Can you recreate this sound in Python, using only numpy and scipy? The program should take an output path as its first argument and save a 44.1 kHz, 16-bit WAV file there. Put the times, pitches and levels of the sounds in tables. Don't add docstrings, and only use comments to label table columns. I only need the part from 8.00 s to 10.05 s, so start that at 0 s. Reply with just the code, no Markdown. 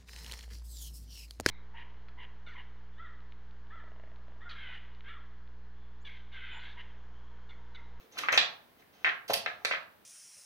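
import sys
import numpy as np
from scipy import signal
from scipy.fft import rfft, irfft, next_fast_len
from scipy.io import wavfile
from scipy.ndimage import uniform_filter1d

SR = 44100
rng = np.random.default_rng(int(sys.argv[2]) if len(sys.argv) > 2 else 0)


def attenuation_scalar(level_db):
    decades = np.asarray(level_db, float) / 20
    return 10 ** decades


def generate_wav(sig):
    pcm = np.round(np.clip(np.atleast_2d(sig).T, -1, 1) * 32767).astype(np.int16)
    wavfile.write(sys.argv[1], SR, pcm)


N = 90404

# [f/Hz, level/dB]
HISS_COLOUR = [(25, -13), (70, -1.5), (300, 0), (2000, -8.5), (4000, -14.5), (7000, -24.5), (12000, -17.5),
               (16000, -13.5)]
# [t/s, level/dB]
SLIDE_LEVEL = [(0, -62.5), (.11, -91), (0.128, -64), (.17, -55), (0.198, -54), (0.758, -85.5), (.8, -64),
               (.85, -94), (.92, -97), (.93, -67), (1.04, -68.5), (1.07, -58), (1.272, -94), (1.283, -59),
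               (1.3, -47.5), (1.32, -84), (1.601, -73), (1.646, -71)]
# [f/Hz, level/dB]
RUB_COLOUR = [(150, -1.5), (450, 5.5), (1500, -1), (3000, -2), (5000, -7.5), (6300, -4), (7500, -25.5),
              (15000, -26)]
# [t/s, level/dB, f/Hz]
TABLE_THUDS = [
    (.315, -47, 95),
    (.378, -49, 280),
    (.41, -54, 155),
    (1.297, -44, 112),
    (1.2985, -37, 360),
    (1.48, -57, 110),
    (1.65, -56, 90),
    (1.07, -58, 143),
    (.18, -54, 314),
    (.04, -58, 430),
]
# [start t/s, swell t/s, fade t/s, level/dB]
PICK_BURSTS = [
    (.168, .020, .005, -32.5),
    (0.38, 0.00052, 0.02, -43.5),
    (.3265, 0.000304, 0.0016, -24),
    (0.21, 0.00094, 0.0081, -44),
    (0.11, 0.0043, 0.016, -66.5),
    (1.2985, 0.0015, 0.02, -37.5),
]
# [f/Hz, width/Hz, level/dB]
PICK_TONES = [(1500, 800, -2), (2650, 1100, 2), (4110, 1290, -0.5), (6070, 830, -4), (10300, 2100, -13),
              (12670, 1300, -15), (14950, 1560, -15.5)]
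# [start t/s, swell t/s, fade t/s, level/dB]
DRAG_BURSTS = [
    (.3212, 0.0004, 0.0024, -35),
    (.326, 0.00038, 0.036, -41),
    (1.301, .002, 0.017, -50),
    (.12, .003, 0.025, -60.5),
    (1.279, 0.0011, 0.016, -56.5),
]
# [f/Hz, width/Hz, level/dB]
DRAG_TONES = [(6200, 290, 1.5), (3830, 540, -11)]
# [t/s, level/dB, f/Hz, length/cycles]
FELT_KNOCKS = [(.1715, -35, 1340, 0.96), (.185, -30.5, 1500, 0.7), (.2352, -28.5, 1220, 2),
               (.2395, -30.5, 1255, 1.1), (.249, -35, 2380, 1.6), (.254, -38, 1810, 1.3),
               (.2362, -26, 2250, 1.1), (.2859, -10, 1800, 0.67), (.2885, -22, 1840, 1.5),
               (.322, -19, 1580, 0.49), (.3255, -18, 1670, 0.59), (.3275, -17, 2220, 0.77),
               (.3295, -23, 1500, .8), (.3335, -16.5, 2260, 0.96), (.3405, -19, 2450, 1.1),
               (.3462, -24, 1630, 0.85), (.357, -20, 1800, 0.47), (.379, -23, 1159, 1.09),
               (1.0457, -11.5, 2100, 0.9), (1.0478, -24, 1910, 1.3), (1.052, -26, 2100, 0.73),
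               (1.0575, -16.5, 1870, 1.45), (1.0675, -22.5, 1850, 0.94), (1.0965, -26.5, 2180, 0.95),
               (1.0648, -15, 1900, 0.61), (1.0724, -17.5, 1900, 0.56), (1.0762, -17, 1820, 1.2),
               (1.084, -19.5, 1900, 0.57), (1.0915, -21, 2680, 0.71), (1.4612, -18, 1850, 0.78),
               (1.4635, -25.5, 1740, 0.66), (1.4685, -27.5, 2280, 0.64), (1.4735, -26.5, 1850, 0.59),
               (1.4765, -29, 2140, 0.52), (1.7113, -18, 1630, 0.59), (1.7135, -20, 2310, 1.14),
               (1.7175, -25, 2220, 0.74), (1.724, -20, 1930, 0.76), (1.737, -23.5, 1500, 0.53),
               (1.7475, -22, 2020, 0.78), (1.7395, -25, 1860, 0.73), (.8215, -50.5, 1980, 0.96)]
# [start t/s, swell t/s, fade t/s, level/dB]
DROP_BURSTS = [
    (.3750, 0.00022, 0.002, -13),
    (.3778, 0.00077, .0042, -14.5),
    (.3880, 0.00066, 0.0017, -23.5),
    (.2860, 0.000555, 0.0034, -37),
    (1.4610, 0.00027, 0.00114, -30),
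    (1.0457, 0.00042, 0.025, -41.5),
    (1.711, 0.0012, 0.029, -41),
]
# [f/Hz, width/Hz, level/dB]
DROP_TONES = [(1705, 464, -3.5), (2020, 454, -2), (2435, 274, 0.5), (3350, 526, 0), (3854, 610, 0.5),
              (4690, 1140, -8), (5850, 740, -13.5), (7350, 620, -23), (11400, 3050, -38)]
# [t/s, level/dB, f/Hz, length/cycles]
RAIL_KNOCKS = [(.327, -32, 644, 1), (.339, -28.5, 610, 1.2), (.376, -22, 692, 1.05),
               (1.05, -39.5, 703, 2.1), (1.075, -40, 700, 2), (1.2980, -21.5, 618, 0.88),
               (1.3010, -24, 645, 0.71), (1.3040, -24.5, 950, 0.71), (1.3068, -23.5, 575, .6),
               (1.2982, -30.5, 1390, 0.64), (1.3035, -33, 1500, 1.25), (1.322, -30, 867, 2.04),
               (1.463, -33.5, 663, 1.1), (1.4745, -37.5, 706, 0.94), (1.6485, -30.5, 601, 0.93),
               (1.712, -31, 583, 1.04), (1.618, -53, 830, 2)]
# [start t/s, swell t/s, fade t/s, level/dB]
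SCRAPE_BURSTS = [
    (1.3305, .004, .005, -25),
    (1.3388, 0.00089, .0025, -21),
    (1.3035, 0.0024, 0.0023, -45),
    (1.278, 0.002, 0.023, -45.5),
]
# [f/Hz, width/Hz, level/dB]
SCRAPE_TONES = [(1850, 880, -8), (3043, 820, -2.5), (4580, 570, -0.5), (5730, 903, -6), (6390, 680, -8.5),
                (9160, 1600, -9.5), (10530, 890, -8), (12400, 1300, -11), (14900, 2200, -15.5)]
# [start t/s, swell t/s, fade t/s, level/dB]
TAP_BURSTS = [
    (1.6480, 0.0003, 0.0035, -23.5),
    (1.652, 0.00089, 0.0041, -24.5),
]
# [f/Hz, width/Hz, level/dB]
TAP_TONES = [(1070, 1000, -9.5), (1720, 180, -2), (2550, 480, -1.5), (2100, 500, 2), (3750, 660, -3),
             (4500, 510, -2), (5940, 630, -10.5), (9200, 1340, -16.5), (10460, 1500, -19.5),
             (14500, 3200, -33.5)]
# [delay t/s, how much later at left/samples]
ECHO_TIMES = [(.0040, -9), (.0121, -16), (.0157, 11), (.0062, -20), (.0021, 8)]
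# [left level/dB, right level/dB]
ECHO_LEVELS = [(-2, -9), (-12.5, -12), (-14, -20), (-7, -7.5), (-10.5, -14)]
# [f/Hz, level/dB]
ECHO_DULLING = [(300, -16.5), (2000, 2.5), (4000, 5.5), (8000, -12.5), (15000, -15)]
# [f/Hz, t/s]
TAIL_TIMES = [(100, 0.57), (300, 0.4), (1000, 0.46), (2000, 0.31), (4000, 0.32), (8000, 0.23),
              (14000, 0.17)]
# [f/Hz, level/dB]
TAIL_TONE = [(100, 1.5), (500, 1.5), (1500, 1), (5000, 1.5), (14000, 2)]
# [f/Hz, level/dB]
MIC_TONE = [(20, -15), (60, -14), (200, 1), (500, 0.5), (15500, -1), (16300, -21.5)]
# [f/Hz, level/dB]
FAR_PORT_SHADE = [(100, -3.5), (1000, -0.5), (4000, -3.5), (12000, -5.5)]
# [f/Hz, level/dB]
TREBLE_LIMIT = [(15900, 0), (16400, -40)]


def shape(x, points):
    point_hz, point_db = np.array(points, float).T
    n = next_fast_len(x.shape[-1])
    hz = np.arange(n // 2 + 1) * SR / n + 1
    gain = attenuation_scalar(np.interp(np.log(hz), np.log(point_hz), point_db))
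    return irfft(rfft(x, n) * gain, n)[..., :x.shape[-1]]


def unit(x):
    return x / np.sqrt(np.mean(x ** 2))


def floor():
    noise = rng.standard_normal((3, N))
    shared = shape(noise[0], [(250, 1), (1200, -12)])
    separate = shape(noise[1:], [(150, 1.4), (900, 5.3)])
    return unit(shape(shared + separate, HISS_COLOUR)) * attenuation_scalar(-67.5 + 4.5)


def clicks(per_s, spread_db):
    chance = rng.random((3, N))
    happens = chance[0] < per_s / SR
    direction = np.sign(chance[1] - .5)
    strength = attenuation_scalar(-spread_db * np.log(1 - chance[2]))
    return unit(happens * direction * strength)


def slides():
    t, level_db = np.array(SLIDE_LEVEL).T
    grain = unit(shape(clicks(9000, 2.1), RUB_COLOUR))
    return grain * attenuation_scalar(np.interp(np.arange(N) / SR, t, level_db, right=-99))


def knocks(rows):
    t = np.arange(int(.12 * SR)) / SR
    out = np.zeros(N + SR)
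    for start, db, hz, cycles in rows:
        u = t * hz / cycles
        swell_and_fade = (np.e * u * np.exp(-u)) ** 2
        out[int(start * SR):][:len(t)] += attenuation_scalar(db) * np.sin(2 * np.pi * hz * t) * swell_and_fade
    return out[:N]


def table_thuds():
    return knocks([row + (1.2,) for row in TABLE_THUDS])


def ring(x, modes):
    out = 0
    for k, (hz, width, db) in enumerate(modes):
        r = np.exp(-np.pi * width / SR)
        feedback = [1, -2 * r * np.cos(2 * np.pi * hz / SR), r * r]
        out = out + (-1) ** k * attenuation_scalar(db) * signal.lfilter([1 - r, 0, r - 1], feedback, x)
    return out


def chips(bursts, modes):
    t = np.arange(4096) / SR
    train = np.zeros(N + SR)
    grain = clicks(12000, 2.)
    for start, swell, fade, db in bursts:
        rise = np.clip(t / swell, 0, 1) ** 2
        env = rise * np.exp(-(np.maximum(t - swell, 0) / fade) ** 3)
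        burst = grain[int(start * SR):][:len(t)] * env
        for _ in range(6):
            spectrum = rfft(burst)
            burst = irfft(spectrum / (np.abs(spectrum) + 1e-9), len(t))
            burst = burst * env / np.sqrt(uniform_filter1d(burst ** 2, size=40) + 1e-12)
        train[int(start * SR):][:len(t)] += attenuation_scalar(db) * burst
    return ring(train[:N], modes) / np.std(ring(grain, modes))


def picked_up_chips():
    return chips(PICK_BURSTS, PICK_TONES)


def dragged_edges():
    return chips(DRAG_BURSTS, DRAG_TONES)


def felt_knocks():
    return knocks(FELT_KNOCKS)


def dropped_stack():
    return chips(DROP_BURSTS, DROP_TONES)


def rail_knocks():
    return knocks(RAIL_KNOCKS)


def scraped_edges():
    return chips(SCRAPE_BURSTS, SCRAPE_TONES)


def tapped_chips():
    return chips(TAP_BURSTS, TAP_TONES)


def room(echo_db):
    t = np.arange(SR // 2) / SR
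    tail_hz, tail_s = np.array(TAIL_TIMES).T
    noise = rng.standard_normal((3, len(t)))
    tail = 0
    freqs = np.log2(np.arange(len(t) // 2 + 1) * 2. + 1)
    for octave in np.arange(6, 15):
        alike = np.clip(0.046 + (1 - 0.046) / (1 + (2. ** octave / 410) ** 2), 0, 1)
        pair = np.sqrt(alike) * noise[0] + np.sqrt(1 - alike) * noise[1:]
        band = np.clip(1 - np.abs(freqs - octave), 0, 1)
        part = irfft(rfft(pair) * band, len(t))
        tail = tail + part * attenuation_scalar(-60 * t / np.interp(octave, np.log2(tail_hz), tail_s))
    echoes = np.zeros((2, len(t)))
    for (delay, later), levels_db in zip(ECHO_TIMES, ECHO_LEVELS):
        echoes[[0, 1], [int(delay * SR + later), int(delay * SR)]] = attenuation_scalar(np.array(levels_db))
    build_up = 1 - np.exp(-t / .009)
    return attenuation_scalar(-30) * shape(tail, TAIL_TONE) * build_up + attenuation_scalar(echo_db) * shape(echoes, ECHO_DULLING)


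def in_room(x, echo_db):
    return signal.fftconvolve(x[None], room(echo_db), axes=1)[:, :N]


def scene():
    hiss = floor()
    table = slides() + table_thuds() + felt_knocks()
    rail = rail_knocks()
    lifted = picked_up_chips() + dragged_edges() + dropped_stack() + scraped_edges() + tapped_chips()
    wet = in_room(table + attenuation_scalar(-2.5) * rail, echo_db=0) + in_room(attenuation_scalar(-0.85) * lifted, echo_db=-7)
    left, right = shape(table + rail + lifted + wet, MIC_TONE)
    left = np.roll(shape(left, FAR_PORT_SHADE), 7)
    return attenuation_scalar(2.0) * np.array([left, right]) + hiss


def low_pass(x):
    return signal.sosfilt(signal.butter(12, 16780, fs=SR, output="sos"), x)


def record(dry):
    mix = shape(dry, TREBLE_LIMIT)
    return low_pass(mix)


dry = scene()
out = record(dry)
generate_wav(out)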